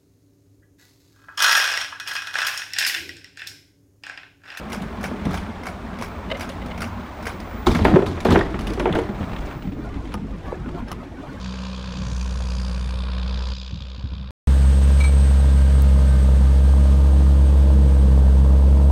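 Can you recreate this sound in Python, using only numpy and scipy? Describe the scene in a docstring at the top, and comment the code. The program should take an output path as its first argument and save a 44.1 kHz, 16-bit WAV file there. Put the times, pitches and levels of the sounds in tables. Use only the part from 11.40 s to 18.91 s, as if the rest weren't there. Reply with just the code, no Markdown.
"""A distant diesel exhaust throbs and hisses with every firing while wind bumps the microphone.
After a short silence the same six-cylinder beet harvester drives close by: a heavy boom, rattling
machinery, a pump hum, gear and turbo whine, one metal squeak and two ticks.
The boom is the fundamental of the firing rate. Rotating parts sound at fixed multiples (orders) of
the crank rate, and the pulsed gas flow modulates the amplitude of turbulent noise."""
import sys
import numpy as np
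from scipy import signal
from scipy.fft import rfft, irfft
from scipy.io import wavfile

SR = 44100
rng = np.random.default_rng(int(sys.argv[2]) if len(sys.argv) > 2 else 0)


def dump_mix(stems):
    """Bounce the given channels to the path in sys.argv[1] as a 16-bit WAV at rate SR."""
    frames = np.atleast_2d(stems).T  # one column per channel
    limited = np.clip(frames, -1, 1)  # hard clip at full scale
    pcm = np.round(limited * 32767).astype(np.int16)
    wavfile.write(sys.argv[1], SR, pcm)


N = 331191
TIME = np.arange(N) / SR
FAR_SPAN_S, NEAR_SPAN_S = (0, 2.908), (3.073, 7.6)
# the distant boom swells once, later the sound drops abruptly: start t/s, duration t/s
SWELL, DROP = (0.59, 0.17), (2.13, 0.012)

# spectrum of the close hiss and of the squeak's grit: f/Hz, level/dB
HISS_SPECTRUM = [(700, -0.5), (1200, 4.5), (1650, 5), (2100, -1), (3300, 0.5), (4700, -3.5), (5500, -7),
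                 (6500, -6), (7500, -9.5), (8400, -2.5), (10000, -15), (12000, -19.5), (13500, -19),
                 (15500, -27)]


def amp(db):
    """Amplitude ratio of a level in decibels."""
    return 10 ** (np.asarray(db) / 20)


def unit_rms(x):
    """Normalisation to unit mean power."""
    return x / np.sqrt(np.mean(x ** 2) + 1e-20)


def curve(rows):
    """Linear interpolation of (t/s, value) rows over time."""
    return np.interp(TIME, *np.transpose(rows))


def ramp(start, length):
    """Linear transition from zero to one, then held."""
    return np.clip((TIME - start) / length, 0, 1)


def bump(s, half_length):
    """Gaussian envelope, one at time s."""
    return np.exp(-((TIME - s) / half_length) ** 2)


def add(mix, s, sound):
    """Superposition of a sound starting at time s."""
    part = mix[round(s * SR):][:len(sound)]
    part += sound[:len(part)]


def colour(x, spectrum):
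    """Spectral shaping by (f/Hz, level/dB) rows, with skirts of 36 dB per octave; rms one."""
    hz, db = np.transpose(spectrum)
    f = np.fft.rfftfreq(len(x), 1 / SR) + 1
    octaves_outside = np.maximum(np.log2(hz[0] / f), 0) + np.maximum(np.log2(f / hz[-1]), 0)
    gain = amp(np.interp(np.log(f), np.log(hz), db) - 36 * octaves_outside)
    return unit_rms(irfft(rfft(x) * gain, len(x)))


def noise(spectrum, n=N):
    """Gaussian noise of a given spectrum; rms one."""
    return colour(rng.standard_normal(n), spectrum)


def drift(hz):
    """Random fluctuation, low-passed at hz; rms one."""
    size = 8192
    f = np.fft.rfftfreq(size, N / SR / size)
    slow = unit_rms(irfft(rfft(rng.standard_normal(size)) / (1 + (f / hz) ** 4)))
    return np.interp(TIME, np.linspace(0, TIME[-1], size), slow)


def resonance(hz, width_hz):
    """Noise-driven resonance with a fixed or moving centre frequency; rms one."""
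    pole = np.exp(-np.pi * width_hz / SR)
    drive = rng.standard_normal(N) + 1j * rng.standard_normal(N)
    envelope = signal.lfilter([1], np.poly([pole, pole]), drive)
    carrier = np.exp(2j * np.pi * np.cumsum(np.full(N, hz)) / SR)
    return unit_rms((envelope * carrier).real)


def revolutions(firing_hz, start=0):
    """Crank angle in revolutions: the integral of the firing rate, at three firings a turn."""
    firings = np.cumsum(firing_hz) / SR
    return (firings - firings[round(start * SR)]) / 3


def orders(crank, table, waver_db, waver_hz, slip_rad):
    """Tones at multiples of a rotation rate, each randomly modulated in level and phase."""
    out = np.zeros(N)
    for order, db in table:
        gain = amp(db + waver_db * drift(waver_hz))
        out += gain * np.cos(2 * np.pi * order * crank + slip_rad * drift(waver_hz))
    return np.sqrt(2) * out


def boom(crank):
    """The exhaust's fundamental, one pressure cycle per firing; rms one."""
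    return np.sqrt(2) * np.cos(2 * np.pi * 3 * crank)


def puffs(crank, cylinders_db, lag, sharpness, skew, floor, uneven_db):
    """Pulsating flow: one gust per firing, delayed by lag cycles and made asymmetric by skew."""
    cycle = 3 * crank - lag + 6  # six firings ahead keeps the index positive
    firing = np.floor(cycle + .5).astype(int)
    count = firing.max() + 1
    size = amp(np.resize(cylinders_db, count) + uneven_db * rng.standard_normal(count))
    angle = 2 * np.pi * cycle - skew * (1 - np.cos(2 * np.pi * cycle))
    return unit_rms(floor + size[firing] * np.exp(sharpness * (np.cos(angle) - 1)))


def turning(start_db, change_db):
    """Directivity: a layer's gain as the close machine turns steadily to face the listener."""
    start, end = NEAR_SPAN_S
    return amp(start_db + change_db * ramp(start, end - start))


def during(span):
    """Rectangular window: one inside the span, zero outside."""
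    return (TIME >= span[0]) & (TIME < span[1])


def wind():
    """Turbulent pressure at the microphone: low, lumpy gusts and a few short buffets."""
    # gusts: t/s, half length t/s, peak level/dB
    gusts = [(.64, 0.093, -33), (0.956, 0.056, -36), (1.31, 0.59, -37), (2.028, 0.16, -36.5),
             (2.378, 0.068, -34), (2.79, 0.1, -35)]
    # buffets: t/s, relative peak level/dB
    buffets = [(0.56, -29), (0.615, -25), (0.699, -25), (2.32, -25), (2.562, -28), (2.637, -20),
               (2.712, -25)]
    # spectra of the gusts and of a buffet: f/Hz, level/dB
    gust_spectrum = [(15, -25), (35, -7.5), (60, -5), (90, 2.5), (150, -1.5), (200, -3), (260, -21.5),
                     (400, -33), (800, -55.5)]
    buffet_spectrum = [(25, -23), (80, 15), (160, 2.5), (300, -7.5), (450, -29.5), (1000, -71)]
    lumps = unit_rms(amp(1.6 * drift(25)))
    calm = amp(-43 - 10 * ramp(*DROP))
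    gust_power = sum((amp(db) * bump(s, half)) ** 2 for s, half, db in gusts)
    out = np.sqrt(calm ** 2 + gust_power) * noise(gust_spectrum) * lumps
    age = TIME[:SR // 8] / 0.011  # in rise times
    for s, db in buffets:
        push = noise(buffet_spectrum, len(age)) * age * np.exp(-age)
        add(out, s, amp(db + 2) * push / abs(push).max())
    return out


def far_exhaust(crank):
    """Harmonic series of the distant exhaust: the boom, a drone and high orders from the pipe."""
    # low overtones and pipe tones: crank order, level/dB
    drone_orders = [(6, -10), (9, 1.5), (12, -14)]
    pipe_orders = [(20, -7), (22, -3), (23, -4), (24, -12.5), (25, -3), (26, -4.5), (27, -6), (29, -9.5)]
    swell, drop = ramp(*SWELL), ramp(*DROP)
    drone = orders(crank, drone_orders, waver_db=1.6, waver_hz=10.7, slip_rad=0.48)
    pipe = orders(crank, pipe_orders, waver_db=2, waver_hz=1.6, slip_rad=0.31)
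    return (amp(-33.5 + 9 * swell - 8.5 * drop) * boom(crank)
            + amp(-35 - 2.5 * TIME - 7.5 * drop) * drone
            + amp(-54.5 - 9 * drop) * pipe)


def far_gas(crank):
    """Amplitude-modulated flow noise: every firing blows out rasp and hiss."""
    # each cylinder's puff, in firing order: level/dB
    cylinders = [-1, -1.8, 2, .4, -1.3, 1]
    # four bands of flow noise, low to high: f/Hz, level/dB
    rasp_spectrum = [(250, -9.5), (350, -8.5), (520, 0), (760, -8), (1020, 1), (1300, -5.5), (1550, -5),
                     (2050, -14.5), (2500, -11.5)]
    hiss_spectrum = [(1700, -32), (2150, -13), (2450, 3), (2750, -1.5), (3600, 2.5), (4150, -1), (4650, 2),
                     (5400, -6.5), (6500, -52)]
    fizz_spectrum = [(4600, -14), (5600, 0), (6900, -0.5), (7800, -11.5), (9000, -35.5)]
    top_spectrum = [(7000, -14), (8000, 0.5), (9200, 4), (10500, -9), (13000, -15), (16000, -20)]
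    # envelope of the fizz: t/s, relative level/dB
    fizz_levels = [(0.03, -55.5), (0.49, -58), (0.72, -48.5), (1.41, -54), (1.7, -65), (2.07, -56),
                   (2.79, -72.5), (2.88, -77.5)]
    swell, drop = ramp(*SWELL), ramp(*DROP)
    floor = .38 - .19 * swell  # steady flow between the puffs
    slow_gas = puffs(crank, cylinders, lag=.19, sharpness=2.4, skew=.56, floor=.69, uneven_db=2)
    fast_gas = puffs(crank, cylinders, lag=.33, sharpness=2.1, skew=.25, floor=floor, uneven_db=1.5)
    rasp = amp(-42 - 9 * drop) * noise(rasp_spectrum)
    # one resonance opens and stays; a higher one surges twice
    swish = amp(-0.5) * ramp(1.42, 0.29) * resonance(3640, width_hz=990)
    surges = (amp(-0.93) * bump(1.18, 0.19) + bump(2.099, 0.24)) * resonance(4850, width_hz=700)
    hiss_db = -45.5 - 11.5 * np.maximum(TIME - DROP[0], 0)
    hiss = amp(hiss_db) * (noise(hiss_spectrum) + swish + surges)
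    fizz = amp(curve(fizz_levels) + 0.5) * noise(fizz_spectrum)
    top_db = -68.5 + 9 * (swell - ramp(1.52, 0.26)) - 17 * drop
    top = amp(top_db) * noise(top_spectrum) * unit_rms(fast_gas + 1)  # half steady
    return rasp * slow_gas + (hiss + fizz) * fast_gas + top


def far_engine():
    """Phase locking: the distant tones and gas puffs follow one crank."""
    # firing rate: t/s, f/Hz
    firing_rate = [(0, 62.4), (.2, 63.11), (.45, 62.5), (.7, 62.13), (1.3, 61.64), (1.9, 62.28),
                   (2.2, 62.64), (2.55, 63.58), (2.9, 65.05)]
    crank = revolutions(curve(firing_rate), start=.009)
    return far_exhaust(crank) + far_gas(crank)


def ticks():
    """Two sharp ticks, each the impulse response of a bright filter."""
    # ticks: t/s, peak level/dB
    events = [(4.4218, -15), (4.891, -41)]
    # spectrum of a tick: f/Hz, level/dB
    spectrum = [(3000, -22), (8000, -9), (11000, -4), (14500, 0), (16500, -4)]
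    out = np.zeros(N)
    tick = colour(signal.unit_impulse(128, "mid"), spectrum)
    for s, db in events:
        add(out, s - len(tick) / 2 / SR, amp(db) * tick / abs(tick).max())
    return out


def squeak():
    """Friction excites modes: steel catches twice, and a gritty scrape swells into a decaying ring."""
    # catches: t/s, relative level/dB, rise t/s, 60 dB decay t/s
    catches = [(3.602, -26.5, 0.01, 0.079), (3.638, -27.5, 0.0061, 0.17)]
    # modes of the steel part: f/Hz, level/dB
    modes = [(1270, -12.5), (2295, 2), (3847, -13), (4213, -12.5), (6150, -23), (8590, -15), (10980, -22)]
    out, t = np.zeros(N), TIME[:SR // 4]
    for s, db, rise, t60 in catches:
        ring = sum(amp(mode_db) * np.sin(2 * np.pi * hz * t + 0.37 * drift(140)[:len(t)])
                   for hz, mode_db in modes)
        grit = amp(-7.5) * noise(HISS_SPECTRUM, len(t)) * np.exp(-t / 0.011)
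        envelope = np.minimum(t / rise, 1) * amp(-60 * np.maximum(t - rise, 0) / t60)
        add(out, s, amp(db + 2) * (ring * envelope + grit))
    return out


def whine():
    """A thin, slightly modulated tone of steady pitch comes and goes."""
    hz = 1217
    tone = orders(TIME, [(hz, 0)], waver_db=1.5, waver_hz=8.7, slip_rad=0.86)
    return amp(-49.5) * bump(5.55, 0.57) * tone


def turbo():
    """Moving air modulates the turbocharger's whistle, set in a narrow band of rushing noise."""
    # pitch of the whistle: t/s, f/Hz
    pitch = [(3.07, 8320), (3.5, 8410), (3.95, 8330), (4.65, 8275), (5.3, 8530), (5.75, 8525), (6.55, 8355),
             (7.25, 8530)]
    hz = curve(pitch)
    phase = 2 * np.pi * np.cumsum(hz + 4 * drift(22.6)) / SR
    flutter = unit_rms(amp(3.8 * drift(20)))
    whistle = np.sqrt(2) * np.cos(phase) * flutter
    gain = turning(-48 + 7 * bump(3.71, .28), change_db=-17.5)
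    return gain * (whistle + amp(-10) * resonance(hz, width_hz=450))


def gears(crank, sag_hz):
    """Tooth meshing gives high orders, which grow with load and swell once for a while."""
    # gear tones: crank order, level/dB
    mesh_orders = [(54.9, -2.5), (69.9, 0), (82.1, -8), (95.7, -8)]
    gain = turning(-56.5 + 3 * sag_hz + 7.5 * bump(4.18, 0.65), change_db=-5.5)
    return gain * orders(crank, mesh_orders, waver_db=2.5, waver_hz=6.5, slip_rad=0.38)


def pump(crank):
    """The hydraulic pump hums at one crank order; it takes up work and stays loud."""
    order, idle_db, work_db = 13.7, -47.5, 10
    hum = orders(crank, [(order, 0)], waver_db=1.5, waver_hz=6.2, slip_rad=0.36)
    return amp(idle_db + work_db * ramp(4.52, 1)) * hum


def machinery(crank):
    """Forced vibration: the block knocks each turn and the rattle each firing, amid rumble and hiss."""
    # spectra of the rumble and the rattle: f/Hz, level/dB
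    rumble_spectrum = [(15, -23.5), (35, -16.5), (60, 3.5), (100, -10), (145, 1), (190, -2), (250, -9.5),
                       (340, -15.5), (600, -45)]
    rattle_spectrum = [(200, -4), (340, -11), (390, -4), (460, 2), (620, 0.5), (700, -6.5), (950, -3.5),
                       (1400, -19.5), (2000, -42), (3500, -44)]
    # engine block tones: crank order, level/dB
    block_orders = [(19, -1), (20, -2), (21, -3), (22, 0), (23, -1.5), (25, -15), (26, -1), (27.4, -0.5)]
    # each cylinder's puff, in firing order: level/dB
    cylinders = [-7, 2, 4, -2, -7, 5]
    rumble = turning(-31, change_db=2.5) * noise(rumble_spectrum)
    block = orders(crank - 1 / 3, block_orders, waver_db=2.2, waver_hz=2.5, slip_rad=.45)
    chug = puffs(crank, cylinders, lag=.13, sharpness=3, skew=.65, floor=.8, uneven_db=1.4)
    rattle = turning(-38, change_db=3) * (amp(-10.5) * block + noise(rattle_spectrum) * chug)
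    hiss = turning(-39.5, change_db=-7.5) * noise(HISS_SPECTRUM) * amp(0.67 * drift(30))
    return rumble + rattle + hiss


def near_exhaust(crank, sag_hz):
    """Periodic gas pulses radiate a heavy boom whose harmonics grow with load."""
    # exhaust overtones: crank order, level/dB
    overtones = [(6, -15.5), (9, -18.5), (12, -30)]
    lag_turns, db_per_hz = 1 / 24, 1  # the overtones leave the pipe just after the firing
    drone = orders(crank - lag_turns, overtones, waver_db=1.6, waver_hz=9, slip_rad=0.25)
    fundamental = boom(crank) * amp(0.22 * drift(13))
    return turning(-13, change_db=1.26) * (fundamental + amp(db_per_hz * sag_hz - .8) * drone)


def near_engine():
    """Phase locking: one crank drives the close exhaust, machinery, pump and gears."""
    # firing rate: t/s, f/Hz
    firing_rate = [(3.1, 66.97), (3.35, 68.0), (3.65, 69.01), (3.95, 68.19), (4.45, 67.93), (4.8, 66.24),
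                   (5.05, 66.44), (5.3, 68.03), (5.75, 68.38), (6.1, 68.82), (6.4, 68.35), (6.7, 66.38),
                   (6.95, 66.73), (7.2, 67.78), (7.5, 69.22)]
    firing_hz = curve(firing_rate)
    crank = revolutions(firing_hz)
    sag_hz = 68 - firing_hz  # load drags the engine below its set speed
    return near_exhaust(crank, sag_hz) + machinery(crank) + pump(crank) + gears(crank, sag_hz)


def scene():
    """Superposition of the distant sources, then of the close ones, each over a faint airy hiss."""
    far = far_engine() + wind()
    air = noise([(8000, -7), (12000, 3), (16000, -9)])
    near = near_engine() + whine() + turbo() + squeak() + ticks()
    far += amp(-83.5) * air
    near += amp(-62.5) * air
    return (far * during(FAR_SPAN_S) + near * during(NEAR_SPAN_S))[None]


def record(dry):
    """Band limiting by a linear-phase low-pass filter."""
    cutoff_hz = 15900
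    lowpass = signal.firwin(511, cutoff_hz, window=("kaiser", 9), fs=SR)
    return signal.oaconvolve(dry, lowpass[None], "same")


dry = scene()
out = record(dry)
dump_mix(out)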